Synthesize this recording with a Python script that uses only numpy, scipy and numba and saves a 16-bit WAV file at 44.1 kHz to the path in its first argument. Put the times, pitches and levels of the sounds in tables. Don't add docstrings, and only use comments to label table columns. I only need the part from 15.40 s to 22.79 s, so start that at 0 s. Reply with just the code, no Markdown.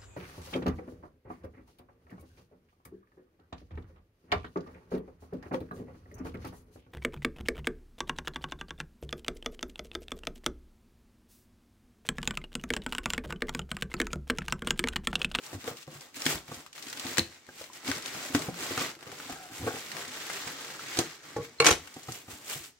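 import sys
import numpy as np
from scipy import signal
from scipy.fft import rfft, irfft, next_fast_len
from scipy.io import wavfile
from scipy.ndimage import uniform_filter1d, map_coordinates
from numba import njit

SR = 44100
rng = np.random.default_rng(int(sys.argv[2]) if len(sys.argv) > 2 else 0)


def wav_record(signal):
    frames = np.transpose(np.atleast_2d(signal))
    bounded = np.clip(frames, -1, 1)
    quanta = np.round(bounded * 32767).astype(np.int16)
    wavfile.write(sys.argv[1], SR, quanta)


def linear_from_db(decibels):
    return 10 ** (np.asarray(decibels, float) / 20)


N = 325899

# frequency in Hz, gain in dB.
THIN_THINGS = [(80, -60), (350, 0)]


def unit(x):
    return x / np.sqrt(np.mean(x ** 2) + 1e-20)


def along(points, hz):
    f, v = np.transpose(points)
    return np.interp(np.log(hz + 1), np.log(f + 1), v)


def curves(rows):
    s, *cols = np.transpose(rows)
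    return [np.interp(np.arange(N) / SR, s, c) for c in cols]


def wobble(rate):
    knots = rng.standard_normal(int(N * rate / SR) + 4)
    return map_coordinates(knots, [np.arange(N) * rate / SR])


def coloured(x, spectrum):
    m = next_fast_len(N + 8192)
    gain = linear_from_db(along(spectrum, np.fft.rfftfreq(m, 1 / SR)))
    return irfft(rfft(x, m) * gain, m)[..., :N]


def cut(x, hz, kind, order):
    return signal.sosfilt(signal.butter(N=order, Wn=hz, btype=kind, fs=SR, output="sos"), x)


def thirds(body, middle, fizz):
    edges_hz = (1500, 8700)
    return cut(body, edges_hz[0], "low", 3), cut(middle, edges_hz, "band", 3), cut(fizz, edges_hz[1], "high", 3)


def add(track, s, sound):
    at = int(round(s * SR))
    track[..., at:at + sound.shape[-1]] += sound[..., :track.shape[-1] - at]


def ring(modes, t, attack):
    tone = 0
    for hz, db, t60 in modes:
        for spread, weaker_db in ((.005, 1), (.04, 6)):
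            pitch = hz * rng.normal(1, spread)
            level_db = db - weaker_db + rng.normal(0, 3.7)
            tone = tone + linear_from_db(level_db - 60 * t / t60) * np.sin(2 * np.pi * pitch * t)
    return tone * (1 - np.exp(-t / attack))


def ports(x, lag):
    m = next_fast_len(N + 64)
    turn = np.exp(-1j * np.pi * np.fft.rfftfreq(m) * lag * np.array([[1], [-1]]))
    return irfft(rfft(x, m) * turn, m)[:, :N]


def played(rows):
    s = np.arange(N) / SR
    return (s > rows[0][0]) * (s < rows[-1][0]) * linear_from_db(curves(rows)[0])


def effort(layer):
    # time of most force in
    # seconds, crinkle level in dB, swell in seconds, fade in seconds, grip in dB (how much of the box it
    pulls = [(0.06, -54.5, 0.12, 0.13, -11), (.14, -53, 0.12, 0.061, 3), (.218, -53, 0.055, .05, -23),
             (0.279, -48.5, 0.056, 0.095, 6), (0.375, -56.5, .04, 0.08, -22),
             (.425, -57.5, 0.075, 0.042, -37), (0.539, -55, 0.095, 0.13, -3),
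             (.615, -56.5, 0.027, 0.17, -5), (0.765, -50, 0.034, 0.065, -31),
             (.815, -46.5, 0.05, .06, -18), (0.902, -37.5, 0.11, 0.12, -10.5),
             (1.126, -53, 0.12, 0.22, -5.5), (1.353, -53.5, 0.0095, 0.89, -18),
             (1.492, -53, 0.11, 0.12, -13), (1.6, -59, .04, .1, -14), (1.686, -44, 0.23, 0.24, -13),
             (1.785, -39.5, 0.018, 0.043, -14), (1.976, -59.5, 0.47, 0.064, -15),
             (2.2, -54.5, 0.24, 0.24, -16), (2.354, -56.5, 0.049, 0.27, -11),
             (2.5, -40.5, 0.086, 0.13, -13), (2.58, -46, 0.045, 0.084, -13),
             (2.678, -43.5, 0.087, 0.12, -15), (2.75, -45, 0.094, 0.23, -8.5),
             (2.857, -45, 0.14, 0.14, -15), (2.96, -41, 0.063, 0.08, -9), (3.02, -43.5, 0.068, 0.12, 0),
             (3.237, -41.5, 0.17, 0.2, -7.5), (3.32, -41.5, 0.058, 0.095, -9),
             (3.41, -37, 0.088, .11, -14), (3.49, -47, 0.13, 0.087, -13),
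             (3.67, -61.5, 0.13, 0.12, 14), (3.8, -49, 0.26, 0.51, -11), (3.903, -52, 0.024, 0.1, -13),
                 (4.188, -48, 0.14, 0.12, -6), (4.282, -48, 0.078, 1, -17.5),
                 (4.564, -47.5, 0.075, 0.13, 4), (4.947, -43.5, 0.54, 0.35, -18),
                 (5.1, -45, 0.14, 0.069, -11), (5.262, -49.5, 0.42, 0.54, -10),
                 (5.55, -42.5, 0.26, 0.31, -23), (5.592, -40, 0.011, 0.061, 6),
                 (5.853, -52.5, 0.052, 0.41, -7), (6.045, -50, 0.065, 0.048, -22),
                 (6.503, -57, 0.79, 0.44, -10), (6.742, -51, 0.15, 0.19, -15),
                 (6.913, -50.5, 0.061, 0.17, -6.5), (7.129, -44.5, 0.15, 0.16, -21.5),
                 (7.245, -51, 0.031, 0.076, -19.5)]
    layers = {"body": (-0.89, 0.33, 1), "middle": (2.78, 0.0078, 1.22), "fizz": (-3, 0.028, 1.34),
              "rumble": (-5, 0.38, 0.82)}
    stroke_db, roundness = 20, 1.5
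    over_db, share, steep = layers[layer]
    t = np.arange(0, N, 64) / SR
    s, db, swell, fade, grip_db = np.transpose(pulls)[:, :, None]
    away = np.where(t < s, (s - t) / np.maximum(swell, .01), (t - s) / np.maximum(fade, .01))
    level_db = db + over_db + share * grip_db - steep * stroke_db * away ** roundness
    power = linear_from_db(2 * level_db).sum(axis=0)
    return np.interp(np.arange(N) / SR, t, np.sqrt(power))


@njit
def sprinkle(n, start, lag, step, fade, size):
    out = np.zeros((2, n + 512))
    for g in range(len(start)):
        for i in range(min(400, int(6 / fade[g]))):
            v = size[g] * np.exp(-fade[g] * i) * np.sin(step[g] * (i + 1))
            out[0, start[g] + lag[g] + i] += v
            out[1, start[g] + i] += v
    return out[:, :n]


def crinkle(count, spread_db, cycles, lag, lag_spread):
    draw = rng.random((count, 4))
    busy = np.cumsum(linear_from_db(3 * wobble(20) + 2.5 * wobble(90)))
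    start = np.searchsorted(busy, draw[:, 0] * busy[-1]) + 16
    step = 2 * np.pi * 400 * 40 ** draw[:, 1] ** .7 / SR
    size_db = np.minimum(-spread_db * np.log(1 - draw[:, 2]), 17)
    gap = np.round(lag + lag_spread * (2 * draw[:, 3] - 1))
    gap = np.clip(gap, -16, 16).astype(np.int64)
    return sprinkle(N, start, gap, step, step / (np.pi * cycles), linear_from_db(size_db) * step)


def bag():
    # frequency in Hz, level in dB per Hz.
    film = [(180, -38), (300, -5.5), (406, 0), (531, -2), (754, -1.5), (892, -3.5), (1310, -3), (1720, -3),
            (2700, 0), (7500, -6.5), (9810, -19.5), (15200, -20), (16500, -19)]
    # time in seconds, level in dB, tightness from 0 to 1 (how high it sounds).
    pouch = [(0.3, -16, 0), (0.7, -16.5, 0.3), (0.9, -18, .4), (1.7, -14, 0.3), (2.05, -8, 0.7),
             (2.25, -18.5, 0.6), (2.62, -9, 0.4), (2.9, -14.5, 0.2), (3.1, -16, .6), (3.6, -9, 0.1),
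             (4.2, -18.5, 0.5), (4.5, -12.5, 0.5), (4.9, -10.5, 0), (5.27, -9.5, 0.03), (5.85, -9, 0.1),
             (6.3, -8, 0.7), (6.7, -19, 0.3), (7.2, -23.5, 0.1)]
    slack_hz, tight_hz = (1100, 2150), (1800, 2450)
    dulling = 0.6
    clicks = unit(crinkle(count=70000, spread_db=4.3, cycles=2.5, lag=-3, lag_spread=8))
    rub = unit(rng.standard_normal((2, N)) + 0.5 * rng.standard_normal(N))
    rustle = coloured(clicks + 0.78 * rub, THIN_THINGS[:1] + film)
    body, middle, fizz = thirds(rustle, rustle, rustle)
    pouch_db, tight = curves(pouch)
    low = unit(cut(middle, slack_hz, "band", 2))
    high = unit(cut(middle, tight_hz, "band", 2))
    hollow = np.sqrt(np.clip(1 - tight, 0, 1)) * low + np.sqrt(np.clip(tight, 0, 1)) * high
    middle = (unit(middle) + linear_from_db(pouch_db) * unit(hollow)) / np.sqrt(1 + linear_from_db(2 * pouch_db))
    fizz = linear_from_db(-dulling * (pouch_db - pouch_db.mean())) * unit(fizz)
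    return effort("body") * unit(body) + effort("middle") * middle + effort("fizz") * fizz


def snaps():
    # time in seconds, peak in dB, pop in Hz, pan in dB, body in dB.
    rips = [(0.242, -35, 2060, 12, -22), (0.2773, -29.5, 2090, 0, -0.5), (0.8198, -28, 2400, 7, -12),
            (0.864, -9, 1700, 3, -22), (1.5281, -22, 1860, 2, -13.5), (1.5966, -21, 4560, 0, -39),
            (1.667, -25, 1980, 7, -18), (1.7715, -19, 2330, 12, -8), (1.7819, -6.5, 1890, 2, -48),
            (2.478, -21, 3500, 3, -2.5), (2.5149, -17, 2020, 3, -7), (2.6594, -21, 3580, 3, -34),
            (2.9494, -13.5, 2570, 3, -3.5), (3.3766, -17.5, 1350, 0, -10.5), (4.2742, -32.5, 1400, 3, -4),
            (4.567, -26.5, 1830, 8, -9), (4.8995, -29.5, 1510, 3, -2.5), (5.076, -26.5, 2490, -4, -3),
            (5.246, -28, 2050, -2, -5), (5.572, -17.5, 4730, -7, -13), (5.589, -8.5, 4330, 3, -3)]
    # time in seconds, peak in dB, pop in Hz, pan in dB.
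    ticks = [(0.0628, -35, 7400, 7), (0.3701, -39, 3020, 1), (0.7437, -40, 2430, -1),
             (0.7632, -43, 2080, -2), (1.0802, -41, 1190, 2), (1.1434, -34, 5100, 3),
             (1.2629, -40, 1230, 3), (1.3294, -39.5, 3000, 0), (1.3525, -48, 1530, -1),
             (1.3788, -39, 1300, 6), (1.425, -33.5, 4960, 8), (1.4682, -36, 2260, 1),
             (1.4834, -34, 3300, 5), (1.4994, -31, 5600, 2), (2.2404, -37, 2100, 4), (2.3321, -48, 2235, 6),
             (2.4478, -42, 1920, 2), (3.142, -38.5, 1460, 5), (3.5897, -48, 1321, -2),
             (3.6276, -40.5, 1500, 1), (3.7168, -36.5, 1480, 4), (4.5166, -30.5, 2060, -2),
             (5.394, -40, 1370, 0), (6.4577, -54, 1630, -1), (6.4733, -37.5, 1490, 4),
             (6.541, -37, 7400, -3), (6.6325, -36.5, 7680, 5), (6.7211, -26, 7840, 1),
             (7.098, -32, 2250, 0)]
    sparks = [(0.0368, -42, 2900, 3), (0.4673, -52, 2790, 6), (0.596, -47, 5000, 2), (0.6085, -38, 4600, 3),
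              (0.7677, -35, 7000, -1), (0.8036, -34, 7410, -1.5), (0.855, -22, 5000, 4),
              (1.037, -54, 9000, 1.5), (1.5728, -33.5, 3470, 6), (1.7823, -41, 4250, 6),
              (2.03, -59, 2310, 5), (2.066, -50, 1980, 6), (2.1839, -41, 6000, -2), (2.2165, -35, 5000, 2),
              (2.3325, -37, 8000, 4), (2.37, -47, 6000, 1.5), (2.5511, -29, 4390, 1.5),
              (2.6229, -34, 3290, 4), (2.681, -34, 3500, 5), (2.748, -45, 8000, 1.5),
              (2.8499, -34, 6000, 4), (2.86, -35, 8000, 9), (2.992, -29, 6000, 7), (3.02, -30, 2230, 5),
              (3.3064, -36, 2740, 1.5), (3.417, -32, 1240, -4), (3.5513, -43, 2170, 1),
              (3.6087, -44, 2040, 0), (3.674, -44, 1290, 8), (3.693, -50, 2280, 0.6), (3.925, -34, 1240, 2),
              (4.0771, -51, 2190, 3), (4.0881, -46, 2000, 4), (4.286, -45, 2900, 1.5),
              (4.357, -37, 2250, 0), (4.6493, -39, 2120, 4), (4.6793, -33.5, 6290, 3),
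              (5.2804, -41, 2400, 0.3), (5.4819, -40, 3280, 9), (5.9668, -40, 3940, 1.5),
              (0.428, -43, 3320, 9)]
    rip_t60, tick_t60 = 0.052, 0.078
    tick_db, tick_body_db, spark_fizz_db = 5.5, -15, 1.5
    events = [(*rip, rip_t60, 0) for rip in rips]
    for rows, extra_db in ((ticks, 0), (sparks, spark_fizz_db)):
        for s, db, pop_hz, pan, in rows:
            events.append((s, db + tick_db, pop_hz, pan, tick_body_db, tick_t60, extra_db))

    parts, t = np.zeros((3, 2, N + SR)), np.arange(SR // 12) / SR
    for s, db, pop_hz, pan, body_db, t60, extra_db in events:
        fizz_db = extra_db - 17.5 - 3.5 * np.log2(pop_hz / 2000)
        pop = 0.98 * np.sin(2 * np.pi * pop_hz * t)
        pop = pop + 0.5 * np.sin(2 * 2 * np.pi * min(pop_hz, 5000) * t)
        pop = pop * np.exp(-t * pop_hz / 2.3)
        spatter = rng.standard_normal((2, len(t))) * linear_from_db(-60 * t / t60)
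        spatter = spatter * (0.39 + 0.41 * np.exp(-t / 0.0055))
        keep = np.exp(-2 * np.pi * min(1.25 * pop_hz, 9000) / SR)
        dull = signal.lfilter([np.sqrt(1 - keep ** 2)], [1, -keep], spatter)
        dull = signal.lfilter(*signal.butter(N=2, Wn=pop_hz / 1.44, btype="high", fs=SR), dull)
        burst = np.array([pop, np.roll(pop, 3)]) + dull
        gains = linear_from_db([db + body_db + 13.0, db, db + fizz_db + 3.5])[:, None, None]
        add(parts, s, gains * [burst, burst, spatter] * linear_from_db([[pan / 2], [-pan / 2]]))
    return linear_from_db(-7.0) * coloured(sum(thirds(*parts[..., :N])), THIN_THINGS)


def box_blows():
    # frequency in Hz, level in dB.
    wall_modes = [(85, -28.5), (152, 3.5), (265, 5), (330, 6), (490, 7.5), (720, 9), (1150, 5.5),
                  (1400, -13)]
    # time in seconds, peak in dB, main ring in Hz, hardness in dB.
    knocks = [(0.13, -34, 304, -2.5), (0.177, -40, 263, -20), (0.241, -39, 272, -1),
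              (0.276, -28.5, 480, -1.5), (0.768, -44, 278, -6), (0.862, -24, 276, -9),
              (1.466, -38, 265, -19), (1.651, -29.5, 252, -11), (1.7809, -27, 433, -2),
              (1.787, -18, 237, -20), (2.088, -51.5, 324, 7), (2.212, -51.5, 580, 11),
              (2.486, -22, 276, -14), (2.674, -34, 395, -13), (2.85, -36, 603, -14), (2.9, -39, 273, -2),
              (2.948, -19, 291, -2.5), (2.955, -25, 334, -19.5), (2.992, -30, 594, -8),
              (3.309, -31, 362, -1.5), (3.414, -48.5, 386, 20), (3.565, -46, 335, -13),
              (3.626, -45.5, 350, 1.5), (3.668, -42.5, 463, 2), (3.692, -39, 392, -8),
              (3.723, -40.5, 416, 0), (3.766, -46, 396, -16), (3.859, -40, 258, -14),
              (3.896, -37, 717, 0.5), (3.903, -36, 263, -14), (3.942, -45, 380, -4), (4.215, -36, 290, -7),
              (4.243, -30, 447, -9), (4.266, -23, 434, -11), (4.2754, -21.5, 480, -12),
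              (4.366, -38.5, 600, 2), (4.341, -30.5, 417, -7), (5.071, -38, 447, 1.5),
              (5.57, -30.5, 354, -3), (5.588, -16, 337, -8), (6.564, -30, 294, -8.5)]
    bumps = [(0.147, -29, 94, -17), (0.31, -35, 148, -4), (0.476, -38, 157, -4), (0.555, -41, 149, -21),
             (0.948, -25, 73, -32), (1.088, -36, 159, -13), (1.115, -34.5, 156, -1.5),
             (1.17, -36.5, 74.5, -27), (1.811, -28.5, 90, -29), (2.501, -31, 80.4, -29),
             (3.92, -39.5, 65, -32), (6.421, -43.5, 94, -25), (6.93, -35, 70, -31), (7.2, -41.5, 75, -26),
             (2.567, -29.5, 172, -25), (3.085, -17.5, 187, -20), (3.375, -29, 136, -2),
             (4.2, -31.5, 73, -24), (4.229, -26.5, 113, -12), (6.311, -21, 74, -12),
             (6.685, -32, 129, -2.5), (6.709, -35, 123, -43), (6.881, -41.5, 118, -1),
             (7.157, -36.5, 137, -10)]
    knock_t60, bump_t60 = 0.068, 0.092
    out, t = np.zeros(N + SR), np.arange(SR // 7) / SR
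    blows = [(*row, knock_t60) for row in knocks] + [(*row, bump_t60) for row in bumps]
    for s, db, main_hz, hard_db, t60 in blows:
        modes = [(main_hz, 0, t60)]
        for hz, level in wall_modes:
            modes.append((hz * rng.normal(1, 0.054), level - 7.5 + hard_db * hz / 900, t60 * (200 / hz) ** 0.3))
        slap = signal.lfilter([.25], [1, -.88], rng.standard_normal(len(t)))
        slap = slap * linear_from_db(hard_db - 60 * t / 0.079)
        add(out, s, linear_from_db(db - 8.5) * (ring(modes, t, attack=0.0016) + 1.93 * slap))
    return out[:N]


def box_rumble():
    # frequency in Hz, level in dB per Hz.
    hollow_colour = [(25, -27), (60, -12.5), (110, -4.5), (152, 2.5), (200, -1.5), (290, 2.5), (400, -2.5),
                     (600, -18), (1200, -16), (4000, -87)]
    lumps = linear_from_db(2.4 * wobble(30))
    return effort("rumble") * unit(lumps * coloured(rng.standard_normal(N), hollow_colour))


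def box_creak():
    # time in seconds, level in dB.
    drags = [
        [(3.88, -74), (3.894, -51.5), (4.068, -54), (4.12, -60)],
        [(4.25, -56), (4.28, -39), (4.33, -50), (4.37, -49)],
    ]
    squeak_hz, sag_hz_per_s, jitter = 774, 305, 0.0605
    t = np.arange(SR // 7) / SR
    slips = rng.standard_normal(N) * linear_from_db(2.5 * wobble(70))
    edge = ring([(747, -3, 0.032), (1400, -1.5, 0.015)], t, attack=0.00074)
    creak = unit(signal.fftconvolve(slips, edge)[:N])
    first, last = drags[0][0][0], drags[0][-1][0]
    since = np.clip(np.arange(N) / SR - first, 0, last - first)
    pitch = (squeak_hz - sag_hz_per_s * since) * (1 + jitter * unit(uniform_filter1d(slips, size=300)))
    squeak = 0.95 * np.sin(2 * np.pi * np.cumsum(pitch) / SR)
    return played(drags[0]) * (0.69 * creak + squeak) + played(drags[1]) * creak


def scissors():
    # time in seconds, peak in dB, blade share in dB,
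    # hardness in dB, chatter in dB.
    taps = [
        (5.963, -8.5, -38, -29, -36),
        (5.98, -5.5, -42, -43, -54),
        (5.997, -9.5, -40, -42.5, -49),
        (6.2, -7.5, 0.5, -2.5, -16),
        (6.221, -14.5, -7, -3.5, -25),
        (6.244, -17.5, -13, 0, 0.5),
        (6.258, -16.5, -10, -2, 2),
        (6.264, -12, -0.5, -22, 3),
        (6.284, -9.5, -14, -12, -14),
        (6.305, -17, -13, -1, 0.5),
    ]
    # frequency in Hz, level in dB, time to fall 60 dB in seconds.
    desk = [(141, -9, 0.041), (325, -15, 0.066), (463, -2.5, 0.067), (590, -8.5, 0.051), (831, -16, 0.09),
            (1112, 0.5, 0.069), (1390, 7.5, 0.022), (1700, 4, 0.016), (2250, 3, 0.045), (2470, 10, 0.019),
            (2790, 6.5, 0.024), (2980, 1, 0.012)]
    blades = [(3700, -4, .02), (4280, 0, .03), (5330, -4, .015), (6210, -1, .025), (7490, -5, .02),
              (8060, -6, .015), (9900, -8, .015)]
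    # frequency in Hz, level in dB per Hz.
    steel = [(180, -43), (300, -4.5), (717, -6), (1090, -8.5), (1270, -7), (2440, -8), (4240, -12.5),
             (6240, -12.5), (15400, -31), (16500, -45)]
    chatter_t60 = 0.14
    out, shake, t = np.zeros(N + SR), np.zeros(N + SR), np.arange(SR // 5) / SR
    for s, db, blade_db, hard_db, chatter_db in taps:
        wood = [(hz, level + hard_db * hz / 1800, life) for hz, level, life in desk]
        knock = ring(wood, t, attack=0.004)
        clink = linear_from_db(blade_db - 2.5) * ring(blades, t, attack=0.00086)
        add(out, s + 0.001014, linear_from_db(db - 8.5) * (knock + clink))
        chatter_power = linear_from_db(2 * (db + chatter_db - 5.5 - 60 * t / chatter_t60))
        add(shake, s, chatter_power * (1 - np.exp(-t / 0.0015)))
    hits = linear_from_db(2.5 * wobble(500)) * (rng.standard_normal((2, N)) + .7 * rng.standard_normal(N))
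    chatter = np.sqrt(shake[:N]) * unit(coloured(hits, THIN_THINGS[:1] + steel))
    return ports(out[:N], lag=3.56) + chatter


def pings():
    # time in seconds, peak in dB, frequency in Hz, time to fall 60 dB in seconds.
    contacts = [(0.8203, -20.5, 5500, 0.0032), (0.98, -33, 3500, 0.0045), (0.92, -30, 5000, .004),
                (0.901, -36, 4000, 0.0036), (1.5972, -32, 4500, .005), (1.794, -11.5, 4150, 0.0097),
                (2.09, -41.5, 1600, 0.028), (2.089, -43, 500, 0.023), (2.3, -44, 1000, .04),
                (2.2127, -35, 560, 0.017), (2.949, -19, 290, 0.067), (4.272, -33.5, 1110, 0.068),
                (4.274, -42, 2420, 0.06), (4.272, -30, 730, 0.071), (5.965, -25, 463, 0.16),
                (5.964, -33, 830, 0.054), (5.964, -40.5, 1750, 0.032), (5.997, -33.5, 150, .08),
                (6.186, -47.5, 4200, 0.08), (6.201, -23.5, 4274, 0.044), (6.201, -29, 2256, 0.068),
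                (6.201, -25, 2740, 0.087), (6.2665, -13, 6200, .04), (6.306, -23, 6200, 0.065),
                (5.394, -32, 1350, 0.023), (3.8, -33.5, 1430, .015), (7.5, -25, 5000, .008),
                (4.9, -36, 2100, 0.058), (0.0628, -42, 7000, .004)]
    out, t = np.zeros(N + SR), np.arange(SR // 5) / SR
    for s, db, hz, t60 in contacts:
        add(out, s, linear_from_db(db - 60 * t / max(t60, .001)) * np.sin(2 * np.pi * hz * t))
    return out[:N]


def room(x, count):
    # frequency in Hz, time to fall 60 dB in seconds.
    decay = [(100, 0.27), (1000, 0.19), (5000, 0.25), (14000, 0.22)]
    hz, t, z = signal.stft(rng.standard_normal((count, 2, SR // 3)), SR, nperseg=256)
    alike = 0.92 / (1 + (hz[:, None] / 1000) ** 2)
    z = np.sqrt(alike) * z[:, :1] + np.sqrt(1 - alike) * z
    tails = signal.istft(z * linear_from_db(-60 * t / along(decay, hz)[:, None]), SR, nperseg=256)[1]
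    late = np.pad(x.mean(axis=0), (90, 0))[:N]
    late = coloured(late, [(90, -2.5), (260, 0.0), (500, -0.77)])
    spot = (np.arange(N) * 9 / SR) % count
    out = 0
    for k, tail in enumerate(tails):
        share = np.sqrt(np.clip(1 - abs((spot - k + 1) % count - 1), 0, 1))
        out = out + signal.oaconvolve((late * share)[None], tail / np.linalg.norm(tail[0]), axes=1)[:, :N]
    return out


def quiet_air():
    # frequency in Hz, level in dB per Hz.
    air_colour = [(15, -25), (25, 5), (288, -15), (706, -17), (1060, -17), (1930, -13.5), (2600, -17),
                  (6380, -14.5), (16500, -46)]
    noise = rng.standard_normal((2, N)) + 0.3 * rng.standard_normal(N)
    return linear_from_db(-67) * unit(coloured(noise, air_colour))


def scene():
    box = box_blows() + box_rumble() + box_creak()
    near = bag() + snaps() + ports(box, lag=-6.5) + scissors() + ports(pings(), lag=-2.6)
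    return linear_from_db(2.5) * near + linear_from_db(-4.0) * room(near, count=4) + quiet_air()


def roll_off(x):
    return signal.sosfilt(signal.butter(12, 17000, fs=SR, output="sos"), x)


def record(dry):
    # frequency in Hz, gain in dB.
    microphone = [(20, -16), (45, -10), (80, -1.5), (15800, 1), (16100, -24), (17000, -78)]
    return roll_off(coloured(dry, microphone))


dry = scene()
out = record(dry)
wav_record(out)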